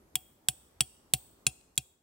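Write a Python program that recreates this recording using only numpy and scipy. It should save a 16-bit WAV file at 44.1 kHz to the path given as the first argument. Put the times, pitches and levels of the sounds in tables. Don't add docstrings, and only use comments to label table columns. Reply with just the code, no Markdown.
import sys
import numpy as np
from scipy import signal
from scipy.fft import rfft, irfft
from scipy.io import wavfile
from scipy.ndimage import uniform_filter1d

SR = 44100
rng = np.random.default_rng(int(sys.argv[2]) if len(sys.argv) > 2 else 0)


def pcm_store(signal):
    levels = np.round(np.clip(np.atleast_2d(signal), -1, 1) * 32767)
    wavfile.write(sys.argv[1], SR, levels.astype(np.int16).T)


def invert_db(x):
    u = np.asarray(x, float) / 20
    return 10 ** u


N = 89214


def evened(x):
    return x / np.sqrt(np.mean(x ** 2) + 1e-20)


def smoothed_twice(x, size, axis):
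    return uniform_filter1d(uniform_filter1d(x, size, axis=axis), size, axis=axis)


def read(points, hz):
    f, value = np.transpose(points)
    return np.interp(np.log(hz + 1), np.log(f + 1), value)


def add(mix, s, sound):
    part = mix[..., round(s * SR):][..., :sound.shape[-1]]
    part += sound[..., :part.shape[-1]]


def dying(t, t60):
    return invert_db(-60 * t / t60)


# f/Hz, level/dB per Hz
HUSH_COLOUR = [(15, -55), (25, -18.5), (48, 4), (118, -7), (241, -7.5), (415, -7.5), (476, -14.5),
               (517, -10.5), (757, -14), (845, -13.5), (3050, -29), (13300, -28.5), (17000, -46)]
# f/Hz, correlation (-1 to 1)
HUSH_LIKENESS = [(60, 0.98), (130, 0.91), (290, 0.84), (640, 0.37), (1410, -0.06), (3100, -0.11),
                 (6820, -0.0), (15000, 0.03)]
HUSH_DB = -63
PATCHY_DB, SWELL_DB = 1.2, 0.6


def hush():
    frames, hz = N // 512 + 5, np.fft.rfftfreq(2048, 1 / SR)
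    a, b, c, d, patches = rng.standard_normal((frames, len(hz), 5)).T
    patches = uniform_filter1d(patches, size=16, axis=0)
    patches = evened(uniform_filter1d(patches, size=6, axis=1))
    swell = evened(uniform_filter1d(rng.standard_normal(frames), size=20))
    same = np.clip(read(HUSH_LIKENESS, hz), -1, 1)[:, None]
    left = a + 1j * b
    right = same * left + np.sqrt(1 - same ** 2) * (c + 1j * d)
    level_db = read(HUSH_COLOUR, hz)[:, None] + PATCHY_DB * patches + SWELL_DB * swell
    spectra = np.array([left, right]) * invert_db(level_db)
    air = signal.istft(spectra, nperseg=2048, noverlap=1536)[1][:, :N]
    return invert_db(HUSH_DB) * evened(air)


# f/Hz, t60/s
ECHO_T60 = [(1000, 0.33), (2500, 0.79), (5000, 1), (9000, 0.51), (16000, 0.69)]
# f/Hz, level/dB
ECHO_TONE = [(500, -11.5), (2000, -6.5), (4000, -11), (8000, -4), (12000, -5), (16000, -1)]
ECHO_DB, ECHO_START_S = -25, 0.019


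def trees(x):
    taps = rng.standard_normal((2, SR)) * (np.arange(SR) > ECHO_START_S * SR)
    hz, t, z = signal.stft(taps, SR, nperseg=256)
    z = z * invert_db(read(ECHO_TONE, hz))[:, None] * dying(t, read(ECHO_T60, hz)[:, None])
    tail = signal.istft(z, SR, nperseg=256)[1]
    tail = tail / np.linalg.norm(tail[0])
    return invert_db(ECHO_DB) * signal.fftconvolve(x, tail, axes=1)[:, :N]


TICK_T60, TICK_WIDE = 0.017, 1.5


def tick(db, hz):
    t = np.arange(2048) / SR
    band = signal.butter(2, [hz / TICK_WIDE, hz * TICK_WIDE], "bandpass", fs=SR)
    grain = evened(signal.lfilter(*band, rng.standard_normal((2, len(t)))))
    return invert_db(db) * dying(t, TICK_T60) * grain


# t/s, level/dB, centre f/Hz
GRIT_TICKS = [(1.611, -56.5, 3555), (1.756, -51.5, 8190), (1.7648, -51, 7400)]


def grit():
    grains = np.zeros((2, N))
    for s, db, hz in GRIT_TICKS:
        add(grains, s, tick(db, hz))
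    return grains


# f/Hz, level/dB relative to the thump, t60/s
SOIL_MODES = [(66, -5.5, 0.15), (249.5, -11, 0.07), (305, -11.5, 0.066), (395.5, -17.5, 0.081)]
THUMP_HZ, THUMP_END_HZ, THUMP_LAG_S = 137, 118, 0.0019
THUMP_HOLD_S, THUMP_DROP_DB, THUMP_T60 = 0.018, -7.5, 0.097
HOLD_T60 = 0.61
PUSH_DB, PUSH_S, PUSH_LAG_S = -1, 0.0006, 0.001


def thump():
    t = np.arange(SR // 4) / SR
    u = np.maximum(t - THUMP_LAG_S, 0)
    past_hold = 1 / (1 + np.exp(-(u - THUMP_HOLD_S) / 0.002))
    hz = THUMP_HZ + (THUMP_END_HZ - THUMP_HZ) * past_hold
    level = invert_db(THUMP_DROP_DB * past_hold) * dying(u, HOLD_T60)
    level = level * dying(np.maximum(u - THUMP_HOLD_S, 0), THUMP_T60)
    swing = level * np.sin(2 * np.pi * np.cumsum(hz * (u > 0)) / SR)
    push = -invert_db(PUSH_DB) * np.exp(-((t - PUSH_LAG_S) / PUSH_S) ** 2)
    modes = -sum(invert_db(db) * dying(u, t60) * np.sin(2 * np.pi * f * u) for f, db, t60 in SOIL_MODES)
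    return swing + push + modes


KNOCK_HZ, KNOCK_T60, KNOCK_RISE_S = 748, 0.11, 0.0016


def knock():
    t = np.arange(SR // 4) / SR
    return (1 - np.exp(-t / KNOCK_RISE_S)) * dying(t, KNOCK_T60) * np.sin(2 * np.pi * KNOCK_HZ * t)


WAVER, WAVER_HZ = 0.9, 90


def rattle(count, size):
    loose = rng.standard_normal((2, count, size))
    loose = evened(smoothed_twice(loose, SR // WAVER_HZ, axis=2))
    return np.sqrt(1 - WAVER ** 2) + WAVER * (loose[0] + 1j * loose[1]) / np.sqrt(2)


# f/Hz, level/dB, t60/s,
# lingering part level/dB relative to the mode, its t60/s
SHAFT_MODES = [(3268, -4, 0.055, -29, .5), (4568, -15, 0.023, -22, 0.17)]


def shaft(db):
    t = np.arange(SR // 2) / SR
    hz, mode_db, t60, linger_db, linger_t60 = np.transpose(SHAFT_MODES)[:, :, None]
    linger = invert_db(linger_db) * dying(t, linger_t60) * rattle(count=len(hz), size=len(t))
    shape = dying(t, t60) + linger
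    modes = invert_db(mode_db) * shape * np.exp(2j * np.pi * hz * t)
    return invert_db(db) * modes.imag.sum(axis=0)


# f/Hz, left lead/rad
PORT_LEAD = [(0, 0), (2150, -0.2), (3270, 0.6), (5680, 0.3), (6370, 2.2), (7410, -1.1), (7840, -1.1),
             (8530, -3.8), (8960, -3.5), (10100, -5.7), (12700, -5.2), (14900, 2.3), (15400, 8.6),
             (16700, 9.5)]


def left_lead(hz):
    return np.interp(hz, *np.transpose(PORT_LEAD))


# f/Hz, level/dB per Hz
CRACK_COLOUR = [(180, -48.5), (300, -10.5), (600, -17.5), (1860, -19), (2520, 1.5), (3360, -1.5),
                (6490, -7.5), (6940, -1.5), (7810, 10), (11700, -9), (15100, -1), (17000, -27.5)]
CRACK_DB, CRACK_RISE_S, CRACK_T60 = 13, 0.00017, 0.014
SETTLE_DB, SETTLE_T60 = -22, 0.066
GRIT_DB = 5


def crack(colour):
    t = np.arange(SR // 3) / SR
    hz = np.fft.rfftfreq(len(t), 1 / SR)
    side = np.array([[0.5], [-0.5]])
    noise = rfft(rng.standard_normal(len(t))) * invert_db(read(CRACK_COLOUR, hz))
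    noise = rfft(evened(irfft(noise)))
    noise = irfft(noise * invert_db(read(colour, hz)) * np.exp(1j * side * left_lead(hz)))
    unevenness = evened(uniform_filter1d(rng.standard_normal(len(t)), size=40))
    crunch = invert_db(SETTLE_DB + GRIT_DB * unevenness) * dying(t, SETTLE_T60)
    burst = (1 - np.exp(-t / CRACK_RISE_S)) * (dying(t, CRACK_T60) + crunch)
    return invert_db(CRACK_DB) * noise * burst


MODE_HZ = [1560, 2482, 2725, 3150, 3313, 4040, 4450, 5450, 6285, 7015, 7700, 7815, 8292, 8695, 8860, 9506,
           10650, 12900, 14830, 15715]
# level/dB struck centrally, level/dB struck off-centre, t60/s,
# lingering part level/dB relative to the mode, left minus right level/dB
STEEL_MODES = [(-31, -7.5, 0.014, -34, 3), (-27, -8.5, 0.043, -30, 4), (-29.5, -10, 0.082, -25, 6.5),
               (1, -18.5, 0.012, -39.5, 1.5), (-6.5, 0.5, 0.033, -33, 4), (-18, -11, 0.0085, -43, 11),
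               (2.5, -14.5, 0.0096, -39.5, 5), (-9, -9, 0.02, -30.5, 10), (-13, -9.5, 0.042, -36.5, 4),
               (-20, 4, 0.028, -52.5, 2.5), (1, -10, 0.033, -31.5, -7), (2, -7, 0.012, -35, -7),
               (-9.5, -3, 0.011, -33, 5.5), (-8.5, -1, 0.035, -37.5, 12.5), (6.5, -8, 0.039, -30.5, -1.5),
               (-4.5, 3, 0.044, -43, 1.5), (-2, -22.5, 0.037, -64.5, 2), (-10, -13, 0.011, -33, 0),
               (4.5, -0.5, 0.011, -28.5, 4.5), (-15, -21, 0.048, -30, 4.5)]
RING_DB, LINGER_T60 = 3, 0.16
SCATTER_DB = 3
CHATTER_S, RING_RISE_S = 0.00052, 0.00029


def ring(colour, off):
    t = np.arange(SR // 3) / SR
    f = np.array(MODE_HZ)[:, None]
    side = np.array([0.5, -0.5])[:, None, None]
    centre_db, edge_db, t60, linger_db, pan_db = np.transpose(STEEL_MODES)[:, :, None]
    off = np.clip(off, 0, 1)
    db = RING_DB + read(colour, f) + (1 - off) * centre_db + off * edge_db
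    db = db + SCATTER_DB * rng.standard_normal(f.shape)
    since_contact = np.maximum(t - CHATTER_S * rng.random(f.shape), 0)
    rise = 1 - np.exp(-since_contact / RING_RISE_S)
    decay = dying(t, t60) + invert_db(linger_db) * dying(t, LINGER_T60)
    shape = invert_db(db) * rise * decay * rattle(count=len(f), size=len(t))
    phase = 2 * np.pi * (f * t + rng.random(f.shape)) + side * left_lead(f)
    return (shape * invert_db(side * pan_db) * np.exp(1j * phase)).imag.sum(axis=1)


HOLLOW_DB = -6


def steel(low_db, body_db, mid_db, high_db, off):
    hollow_db = low_db + HOLLOW_DB * (1 - off)
    colour = [(1700, low_db), (2600, hollow_db), (3050, low_db), (3500, low_db),
              (3900, body_db), (5800, body_db), (6600, mid_db), (10800, mid_db), (12000, high_db)]
    return ring(colour, off) + crack(colour)


# t/s, then ring level/dB in four bands (f/Hz below 3600, 3600-6000, 6000-11000, above),
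# thump level/dB, knock level/dB, off-centre (0-1), free-shaft ring level/dB
HAMMER_BLOWS = [(0.155, -23.5, -28, -29, -25, -45, -42.5, 0.4, -25),
                (0.4854, -20.5, -23, -23.5, -25, -38, -43, 0.43, -47),
                (0.8066, -18, -23, -23.5, -29.5, -34, -44, 0, -43),
                (1.1364, -19, -18.5, -24.5, -21.5, -31.5, -38, 0.2, -49),
                (1.4664, -22, -19.5, -23.5, -27, -33.5, -42.5, 1, -40),
                (1.777, -24, -17.5, -22.5, -22.5, -32, -43, 1, -41)]


def scene():
    metal, soil = np.zeros((2, N)), np.zeros((2, N))
    for s, *ring_db, thump_db, knock_db, off, shaft_db in HAMMER_BLOWS:
        add(metal, s, steel(*ring_db, off))
        add(metal, s, shaft(shaft_db)[None])
        ground = invert_db(thump_db) * thump() + invert_db(knock_db) * knock()
        add(soil, s, ground[None])
    return hush() + trees(metal) + grit() + soil + metal


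def low_pass(x):
    return signal.sosfilt(signal.butter(12, 17140, fs=SR, output="sos"), x)


# t/s, level/dB
FADE_OUT = [(1.498, -2), (1.75, -5.5), (1.902, -9), (2.02, -13)]
BASS_CUT_HZ, EDGE_HZ = 52, 17100


def record(dry):
    rolled_off = signal.lfilter(*signal.butter(2, BASS_CUT_HZ, "highpass", fs=SR), dry)
    faded = rolled_off * invert_db(np.interp(np.arange(N) / SR, *np.transpose(FADE_OUT)))
    edge = signal.firwin(255, EDGE_HZ, window=("kaiser", 9), fs=SR)[None]
    mix = signal.oaconvolve(faded, edge, "same")
    return low_pass(mix)


dry = scene()
out = record(dry)
pcm_store(out)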